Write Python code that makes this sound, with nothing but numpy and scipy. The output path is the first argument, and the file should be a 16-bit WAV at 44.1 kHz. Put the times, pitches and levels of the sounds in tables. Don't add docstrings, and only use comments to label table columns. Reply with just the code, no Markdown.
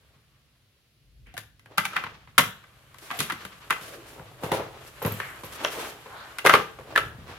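import sys
import numpy as np
from scipy import signal
from scipy.fft import rfft, irfft, next_fast_len
from scipy.io import wavfile

SR = 44100
rng = np.random.default_rng(int(sys.argv[2]) if len(sys.argv) > 2 else 0)


def wav_out(sig):
    wavfile.write(sys.argv[1], SR, np.round(np.clip(np.atleast_2d(sig).T, -1, 1) * 32767).astype(np.int16))


N = 325450
TIME = np.arange(N) / SR
HIT = SR // 3

# (frequency [Hz], density [dB per Hz])
TICK_COLOUR = [(2000, 1.5), (3700, 1), (5200, -6), (6600, -5), (8000, -9), (10500, -2.5), (13000, -7.5),
               (16000, -19)]
# (frequency [Hz], density [dB per Hz])
RUMBLE_SPECTRUM = [(22, -16), (45, 0.5), (65, 4), (90, 0), (125, 7), (180, -7.5), (320, -16.5)]
# (frequency [Hz], level [dB], t60 [s])
HOLLOW_MODES = [(354.5, 0, 0.054), (414, -5, 0.16), (457, -1.5, 0.14), (507, -4, 0.17), (534.6, 2, 0.1),
                (656, -11, 0.13), (696, -11, 0.082), (817, 0, 0.046), (920, -18, 0.042), (997, 2, 0.056)]


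def from_db(db):
    return 10 ** (np.asarray(db) / 20)


def rms_one(x):
    return x / np.sqrt(np.mean(x ** 2) + 1e-20)


def unit_blow(x):
    return rms_one(x) * np.sqrt(.01 * SR / x.shape[-1])


def level_curve(rows):
    s, level_db = np.transpose(rows)
    return np.interp(TIME, s, level_db)


def at_hz(points, hz):
    f, value = np.transpose(points)
    return np.interp(np.log(hz + 1e-3), np.log(f), value)


def add(out, s, x):
    start = round(s * SR)
    out[:, start:start + x.shape[-1]] += x[:, :N - start]


def colour(x, spectrum):
    size = 2 * next_fast_len(x.shape[-1] // 2 + 2048)
    hz = np.fft.rfftfreq(size, 1 / SR)
    low_hz, low_db = spectrum[0]
    high_hz, high_db = spectrum[-1]
    closed = [(low_hz / 2, low_db - 24), *spectrum, (high_hz * 2, high_db - 24)]
    cepstrum = irfft(np.log(from_db(at_hz(closed, hz))))[:size // 2]
    cepstrum[1:] *= 2
    response = np.exp(rfft(cepstrum, size))
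    return irfft(rfft(x, size) * response)[..., :x.shape[-1]]


def spread(pair):
    # (frequency [Hz], left-right likeness [0 to 1])
    likeness = [(100, 0.9), (400, 0.91), (1200, 0.53), (2200, 0.11), (6000, .05), (16000, .05)]
    size = pair.shape[-1]
    alike = at_hz(likeness, np.fft.rfftfreq(size, 1 / SR))
    mid, side = irfft(rfft(pair) * np.sqrt([1 + alike, 1 - alike]), size)
    return np.array([mid + side, mid - side])


def grains(size, per_s, uneven_db):
    sizes = from_db(uneven_db * np.minimum(rng.exponential(1, (2, size)), 4))
    signs = rng.choice([-1, 1], (2, size))
    happens = rng.random((2, size)) < per_s / SR
    return sizes * signs * happens


def coloured_noise(spectrum):
    return rms_one(colour(spread(rng.standard_normal((2, N))), spectrum))


def contact(t60, rattle_db, rattle_t60):
    t = TIME[:HIT]
    burst = unit_blow(grains(HIT, 12000, 3.7) * from_db(-60 * t / t60))
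    rattle = unit_blow(grains(HIT, 800, 2.9) * from_db(-60 * t / rattle_t60))
    dying_out = 1 - (t / t[-1]) ** 2
    return spread(burst + from_db(rattle_db) * rattle) * dying_out


def ring(modes, vary_db, apart):
    hz, level_db, t60 = np.transpose(modes)[:, :, None]
    t = TIME[:HIT]
    sign = np.resize([1, -1], hz.shape)
    stirred_db = level_db + vary_db * rng.standard_normal(hz.shape)
    fading = sign * from_db(stirred_db - 60 * t / t60)
    phase = apart * rng.standard_normal((2, len(modes)))
    turn = 2 * np.pi * hz * t
    return unit_blow(np.cos(phase) @ (fading * np.sin(turn)) + np.sin(phase) @ (fading * np.cos(turn)))


def swell(rise_s):
    return 1 - np.exp(-TIME[:HIT] / rise_s)


def background(rumble_db, air_db):
    # (time [s], level [dB])
    rumble_levels = [(0.0, -63), (0.88, -71), (1.29, -58.5), (1.56, -62), (2.46, -58), (2.65, -62.5),
                     (5.1, -55.5), (6.49, -63), (7.07, -47), (7.38, -53)]
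    # (frequency [Hz], density [dB per Hz])
    air_spectrum = [(150, -15), (300, -19), (550, -19), (900, -29), (1500, -24.5), (2800, -20), (4500, -22),
                    (8000, -33.5), (11000, -27.5), (16000, -37)]
    rumble = from_db(level_curve(rumble_levels) + rumble_db) * coloured_noise(RUMBLE_SPECTRUM)
    return rumble + from_db(air_db) * coloured_noise(air_spectrum)


def friction(spectrum, per_s, uneven_db, catch_db):
    moments = np.arange(0, N / SR, .018)
    grip = from_db(catch_db * np.interp(TIME, moments, rng.standard_normal(len(moments))))
    return rms_one(colour(spread(grip * grains(N, per_s, uneven_db)), spectrum))


def rubbing_gains():
    # (time [s], level [dB])
    handling = [(0, -66), (1.2, -88), (2.55, -60.5), (2.9, -59), (3.7, -51), (4.4, -54), (6.3, -50),
                (7.38, -59)]
    # (time of peak [s], length [s], drag level [dB], swish level [dB], hiss level [dB])
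    strokes = [(1.72, 0.13, -49, -56, -80), (1.966, .24, -43, -41, -64), (3.157, 0.24, -45, -42, -51.5),
               (3.26, 0.24, -64, -41, -62), (3.416, 0.076, -46, -40.5, -57), (3.766, 0.16, -59, -46, -58),
               (4.163, 0.22, -44, -62, -75), (4.44, 0.066, -31.5, -39, -48), (4.548, 0.21, -28.5, -41, -68),
               (4.813, 0.05, -44, -52, -59), (5.12, 0.42, -42, -42, -49), (5.505, 0.48, -48, -49, -59),
               (5.642, 0.21, -34, -35.5, -51), (5.799, 0.16, -30, -37, -48), (6.133, 0.15, -52, -61, -73),
               (6.527, .11, -50, -26, -45), (6.922, 0.26, -38.5, -47.5, -74), (7.298, 0.2, -43, -43, -77)]
    fade_db, rise_share = 19, 0.5
    contact_db = [[-3.5], [-1], [-11.5]]
    power = from_db(level_curve(handling) + np.array(contact_db)) ** 2
    for s, length, *levels_db in strokes:
        away = np.maximum(TIME - s, (s - TIME) / rise_share) / length
        power += np.outer(from_db(levels_db), from_db(-fade_db * away)) ** 2
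    return np.sqrt(power)


def rubbing(drag_db, swish_db, hiss_db, brush_db, table_db):
    # (time of middle [s], spread either side [s], level [dB])
    brushes = [(3.052, 0.038, -49.5), (3.885, 0.06, -46.5), (4.12, 0.039, -52), (4.87, 0.018, -46.5),
               (5.547, 0.019, -49), (5.722, 0.016, -42), (5.814, 0.04, -41.5), (5.9, 0.022, -49),
               (6.9, 0.016, -115), (7.326, 0.038, -57)]
    # (frequency [Hz], density [dB per Hz])
    drag_colour = [(130, -19), (280, -0.5), (450, 2.5), (800, 0.5), (1300, -9)]
    swish_colour = [(600, -25), (1100, -3.5), (1500, -6), (2400, -9), (4000, -14), (6500, -23)]
    hiss_colour = [(3000, 4), (5000, -13), (7000, -2), (9000, -3), (12000, -1), (14000, -5), (16000, -20.5)]
    brush_colour = [(300, 0.5), (700, -2.5), (1500, 0.5), (3000, -3.5), (5000, -6), (8000, -8.5),
                    (12000, -6), (16000, -19)]
    drag_gain, swish_gain, hiss_gain = rubbing_gains()
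    brush_gain = sum(from_db(level_db) * np.exp(-((TIME - s) / width) ** 2 / 2)
                     for s, width, level_db in brushes)
    drag = from_db(drag_db) * friction(drag_colour, per_s=600, uneven_db=2.5, catch_db=1.0)
    shaking = from_db(table_db) * coloured_noise(RUMBLE_SPECTRUM)
    swish = from_db(swish_db) * friction(swish_colour, per_s=4700, uneven_db=2.5, catch_db=2.5)
    hiss = from_db(hiss_db) * friction(hiss_colour, per_s=7100, uneven_db=3.5, catch_db=0.5)
    brush = from_db(brush_db) * friction(brush_colour, per_s=8000, uneven_db=1.0, catch_db=5.0)
    return drag_gain * (drag + shaking) + swish_gain * swish + hiss_gain * hiss + brush_gain * brush


def bump_contacts():
    # (time [s], flap level [dB], thump level [dB], scuff level [dB])
    soft_bumps = [(0.156, -76, -55, -85), (3.188, -39, -33, -30.5), (3.81, -46.5, -43, -54),
                  (4.194, -40.5, -40.5, -70), (4.433, -26.5, -29.5, -43.5), (4.516, -19, -27, -34.5),
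                  (4.595, -27, -39, -60), (5.018, -28, -43, -46), (5.048, -21.5, -20, -39.5),
                  (5.115, -51, -30, -59), (5.434, -35.5, -39, -46.5), (5.635, -33.5, -44, -43),
                  (6.059, -39.5, -53, -75), (6.787, -36.5, -48, -61), (7.056, -49, -41, -58),
                  (7.182, -54, -39.5, -78), (7.215, -58, -42, -78), (7.288, -44, -45, -70)]
    settle_s, settle_loss_db = .021, 8
    for s, *levels_db in soft_bumps:
        yield s, *levels_db
        yield s + settle_s, *(np.array(levels_db) - settle_loss_db)


def bumps(flap_db, hollow_db, thump_db, scuff_db):
    # (frequency [Hz], level [dB], t60 [s])
    table_modes = [(86, 3.5, 0.042), (109, 3.5, 0.16), (153, 4, 0.1), (206.5, 4.5, 0.05),
                   (277, -2.5, 0.089)]
    # (frequency [Hz], density [dB per Hz])
    flap_colour = [(200, -15), (330, -2.5), (480, 2), (700, -1), (950, 3), (1300, -2), (2500, -8.5),
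                   (5000, -33.5)]
    out = np.zeros((2, N))
    giving = swell(rise_s=.0025)
    for s, flap_level, thump_level, scuff_level in bump_contacts():
        flap_burst = contact(t60=0.022, rattle_db=-5.5, rattle_t60=0.2)
        flap = from_db(flap_db) * unit_blow(colour(flap_burst, flap_colour))
        hollow = from_db(hollow_db) * ring(HOLLOW_MODES, vary_db=2.5, apart=.18)
        thump = from_db(thump_db) * ring(table_modes, vary_db=2.0, apart=.05)
        scuff_burst = contact(t60=0.059, rattle_db=4.0, rattle_t60=0.19)
        scuff = from_db(scuff_db) * unit_blow(colour(scuff_burst, TICK_COLOUR))
        add(out, s, giving * from_db(flap_level) * (flap + hollow))
        add(out, s, giving * (from_db(thump_level) * thump + from_db(scuff_level) * scuff))
    return out


def slides():
    # (start [s], peak [s], end [s], first pitch [Hz], last pitch [Hz], level [dB], sharpness Q)
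    glides = [(0.993, 1.24, 1.36, 46.9, 54.2, -53, 3.2), (1.256, 1.268, 1.42, 2210, 2310, -56.5, 1.7),
              (1.332, 1.35, 1.38, 788, 670, -46.5, 24), (3.097, 3.115, 3.18, 796, 686, -37.5, 12),
              (3.819, 3.933, 4.09, 660, 325, -46, 2), (5.201, 5.234, 5.44, 2146, 1306, -39.5, 1.7),
              (6.052, 6.145, 6.44, 1109, 1397, -43.5, 1.4), (6.112, 6.202, 6.29, 3460, 4170, -51, 3.1)]
    out = np.zeros((2, N))
    for start, peak, end, first_hz, last_hz, level_db, q in glides:
        t = np.arange(start, end, 1 / SR)
        hz = np.geomspace(first_hz, last_hz, len(t))
        pressure = np.interp(t, [start, peak, end], [0, 1, 0])
        slips = rng.standard_normal((2, 2, len(t)))
        half_band_hz = hz.mean() / (2 * max(q, 1))
        sway = signal.sosfilt(signal.butter(2, half_band_hz, fs=SR, output="sos"), slips)
        turn = 2 * np.pi * np.cumsum(hz) / SR
        tone = spread(sway[0] * np.cos(turn) + sway[1] * np.sin(turn))
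        add(out, start, from_db(level_db) * pressure * rms_one(tone))
    return out


def knock_contacts():
    # (time [s], ring level [dB], thud level [dB], tick level [dB], pitch of the struck spot [Hz])
    knocks = [(1.268, -60, -53, -69, 2300), (1.34, -54, -50, -55.5, 710), (1.367, -40, -64, -50, 1570),
              (1.377, -37, -39.5, -38, 1770), (1.594, -57.5, -62, -63.5, 2060),
              (1.658, -50, -52, -64, 1640), (1.78, -17.5, -28.5, -26, 1350), (1.852, -26, -47, -33, 2310),
              (1.933, -37, -49, -52, 1310), (1.964, -18.5, -43, -41, 1383),
              (2.037, -29.5, -38.5, -53, 1400), (2.064, -35, -50, -68, 960),
              (2.273, -50.5, -58, -77.5, 970), (2.3793, -11, -20.5, -18.5, 1400),
              (2.383, -17.5, -24.5, -18, 975), (2.395, -20, -22, -43, 994), (2.638, -49, -57, -67, 1230),
              (2.943, -50.5, -66, -58.5, 1082), (2.984, -64, -56, -52, 3030),
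              (3.103, -32.5, -45, -54, 1074), (3.111, -29.5, -43, -45, 1200),
              (3.203, -26.5, -27.5, -29, 1200), (3.298, -27, -41, -42, 1700), (3.304, -27, -44, -56, 1320),
              (3.321, -33.5, -33.5, -40.5, 1960), (3.45, -38.5, -39.5, -44.5, 1430),
              (3.705, -17, -30.5, -32, 1410), (3.725, -28.5, -38, -44, 2510),
              (5.2, -27.5, -33.5, -48, 1780), (5.647, -23, -36, -43, 617), (6.384, -33, -45, -38.5, 1440),
              (6.391, -33.5, -49, -46, 2780), (6.45, -18.5, -13, -35, 650),
              (6.461, -12.5, -12.5, -24, 1190), (6.469, -11, -24, -27, 2047), (6.494, -9, -17, -27.5, 1256),
              (6.508, -20, -25, -49, 1200), (6.537, -8, -9, -28, 1130), (6.55, -14, -39, -31.5, 1240),
              (6.959, -15, -26, -36.5, 1720), (6.976, -15.5, -25.5, -32, 1320)]
    hard_db, snap_tick_db = -26.5, -19
    strike, rebound, graze = (0.0006, 0.0049), (.009, 13.5), (-0.0046, 14.5)  # (delay s, loss dB)
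    for s, ring_db, thud_db, tick_db, hz in knocks:
        touches = [strike]
        if ring_db > hard_db:
            touches.append(rebound)
            if tick_db < snap_tick_db:
                touches.append(graze)
        for delay, loss in touches:
            yield s + delay, ring_db - loss, thud_db - loss, tick_db - loss, hz


def tin(clack_db, spot_db, modes_db, thud_db, box_db, hollow_db, tick_db, scatter_db):
    # (frequency [Hz], level [dB], t60 [s])
    sheet_modes = [(783, -1, 0.064), (939, -4.5, 0.092), (1010, 3.5, 0.045), (1085, -3, 0.1),
                   (1155, -36, .08), (1179, 9, 0.039), (1410, -21, 0.072), (1396, 2.5, 0.042),
                   (1538, 11.5, 0.034), (1604, 9.5, 0.067), (1710, -7.5, 0.12), (2038, 6, 0.13),
                   (2147, 9.5, 0.013), (2390, -18, 0.092), (2510, -12.5, 0.14), (2730, -31.5, 0.038),
                   (2940, -4, 0.094)]
    # (frequency [Hz], level [dB], t60 [s])
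    boom_modes = [(97, -5.5, 0.17), (110, 1.5, 0.28), (151.2, 1, 0.29), (191.4, 1, 0.14), (224, -3.5, 0.29),
                  (272.5, -1.5, 0.18), (348, -10, 0.17), (494, -2, 0.069), (592, -1, 0.054)]
    # (frequency [Hz], density [dB per Hz])
    clack_colour = [(500, -22), (800, 3.5), (1250, 8), (2000, 6.5), (3200, -0.5), (4500, -10.5),
                    (7000, -33)]
    thud_colour = [(100, -17), (150, -2), (210, -4), (280, -1), (480, 2), (650, 1), (1000, -31.5)]
    lifted_s, in_case_s = 3.5, 6.4
    out = np.zeros((2, N))
    yielding = swell(rise_s=0.0013)
    for s, ring_level, thud_level, tick_level, hz in knock_contacts():
        clack_burst = yielding * contact(t60=0.016, rattle_db=-3, rattle_t60=0.07)
        clack = from_db(clack_db) * unit_blow(colour(clack_burst, clack_colour))
        note = ring([(hz, 0, .016)], vary_db=0, apart=0.61)
        spot = from_db(spot_db) * unit_blow(swell(rise_s=0.0024) * note)
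        sheet = from_db(modes_db) * ring(sheet_modes, vary_db=3.0, apart=.55)
        thud_burst = contact(t60=0.02, rattle_db=-8, rattle_t60=0.27)
        thud = from_db(thud_db) * unit_blow(colour(thud_burst, thud_colour))
        if s < lifted_s:
            body = from_db(box_db) * ring(boom_modes, vary_db=5.0, apart=.08)
        else:
            body = from_db(hollow_db) * ring(HOLLOW_MODES, vary_db=4.0, apart=0.55)
        tick_burst = swell(rise_s=.0004) * contact(t60=.009, rattle_db=-6, rattle_t60=.02)
        tick = from_db(tick_db) * unit_blow(colour(tick_burst, TICK_COLOUR))
        scatter_burst = contact(t60=0.032, rattle_db=-3.5, rattle_t60=0.082)
        scatter = from_db(scatter_db) * unit_blow(colour(scatter_burst, TICK_COLOUR))
        if s > in_case_s:
            clack, spot, sheet = from_db(-2.5) * clack, from_db(1.5) * spot, from_db(-1.5) * sheet
        add(out, s, from_db(ring_level) * (clack + spot + sheet))
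        add(out, s, from_db(thud_level) * yielding * (thud + body))
        add(out, s, from_db(tick_level) * (tick + scatter) * from_db([[1.7], [-1.7]]))
    return out


def tinkles():
    # (time [s], level [dB])
    tinkle_times = [(3.173, -43), (3.204, -44), (5.025, -33.5), (5.062, -31.5), (5.121, -34), (5.449, -45)]
    # (frequency [Hz], level [dB], t60 [s])
    part_modes = [(11700, -6, .01), (12200, -2, .016), (12550, 0, .016), (12900, -3, .014),
                  (15000, -8, .01)]
    slider_modes = [(2700, -2, 0.013), (3210, 4.5, 0.011), (3860, -5, 0.0075), (5600, -3, 0.0096),
                    (6260, -3, 0.0066)]
    # (time [s], level [dB])
    snap_s, snap_db = (5.648, -24)
    out = np.zeros((2, N))
    for s, level_db in tinkle_times:
        chatter = contact(t60=.005, rattle_db=-2, rattle_t60=.1)
        metal = ring(part_modes, vary_db=3.0, apart=1.0)
        add(out, s, from_db(level_db) * unit_blow(signal.fftconvolve(chatter, metal, axes=1)))
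    add(out, snap_s, from_db(snap_db) * ring(slider_modes, vary_db=1.5, apart=.7))
    return out


def room(x, first_echo_s, early_db, tail_db):
    # (frequency [Hz], t60 [s])
    decay_times = [(100, 0.57), (400, 0.46), (1500, 0.41), (4000, 0.4), (9000, 0.32), (16000, 0.33)]
    t = TIME[:SR // 2]
    white = spread(rng.standard_normal((2, len(t))))
    tail = 0
    edges = np.geomspace(60, 18000, 9)
    for low, high in zip(edges, edges[1:]):
        band = signal.sosfilt(signal.butter(2, [low, high], "band", fs=SR, output="sos"), white)
        tail = tail + band * from_db(-60 * t / at_hz(decay_times, np.sqrt(low * high)))
    early = spread(grains(len(t), 500, 2.2)) * from_db(-60 * t / 0.26)
    arrived = t > first_echo_s
    response = from_db(early_db) * rms_one(early * arrived) + from_db(tail_db) * rms_one(tail * arrived)
    return signal.fftconvolve(x, response / np.sqrt(len(t)), axes=1)[:, :N]


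def scene():
    near = rubbing(drag_db=-3.5, swish_db=0.0, hiss_db=3, brush_db=3.5, table_db=-24)
    near += bumps(flap_db=0, hollow_db=-3, thump_db=-1.5, scuff_db=7.5)
    near += slides()
    near += tin(clack_db=-2.5, spot_db=-4.0, modes_db=-7.5, thud_db=-8.0,
                box_db=-3.5, hollow_db=-7, tick_db=-4, scatter_db=2)
    near += tinkles()
    heard = near + room(near, first_echo_s=.008, early_db=-10.5, tail_db=-12.0)
    return heard * from_db([[.3], [-.3]]) + background(rumble_db=1.5, air_db=-69)


def record(dry):
    lean = signal.sosfilt(signal.butter(4, 40, "high", fs=SR, output="sos"), dry)
    rounded = lean / (1 + lean ** 6) ** (1 / 6)
    return signal.sosfilt(signal.ellip(10, .1, 70, 16000, fs=SR, output="sos"), rounded)


dry = scene()
out = record(dry)
wav_out(out)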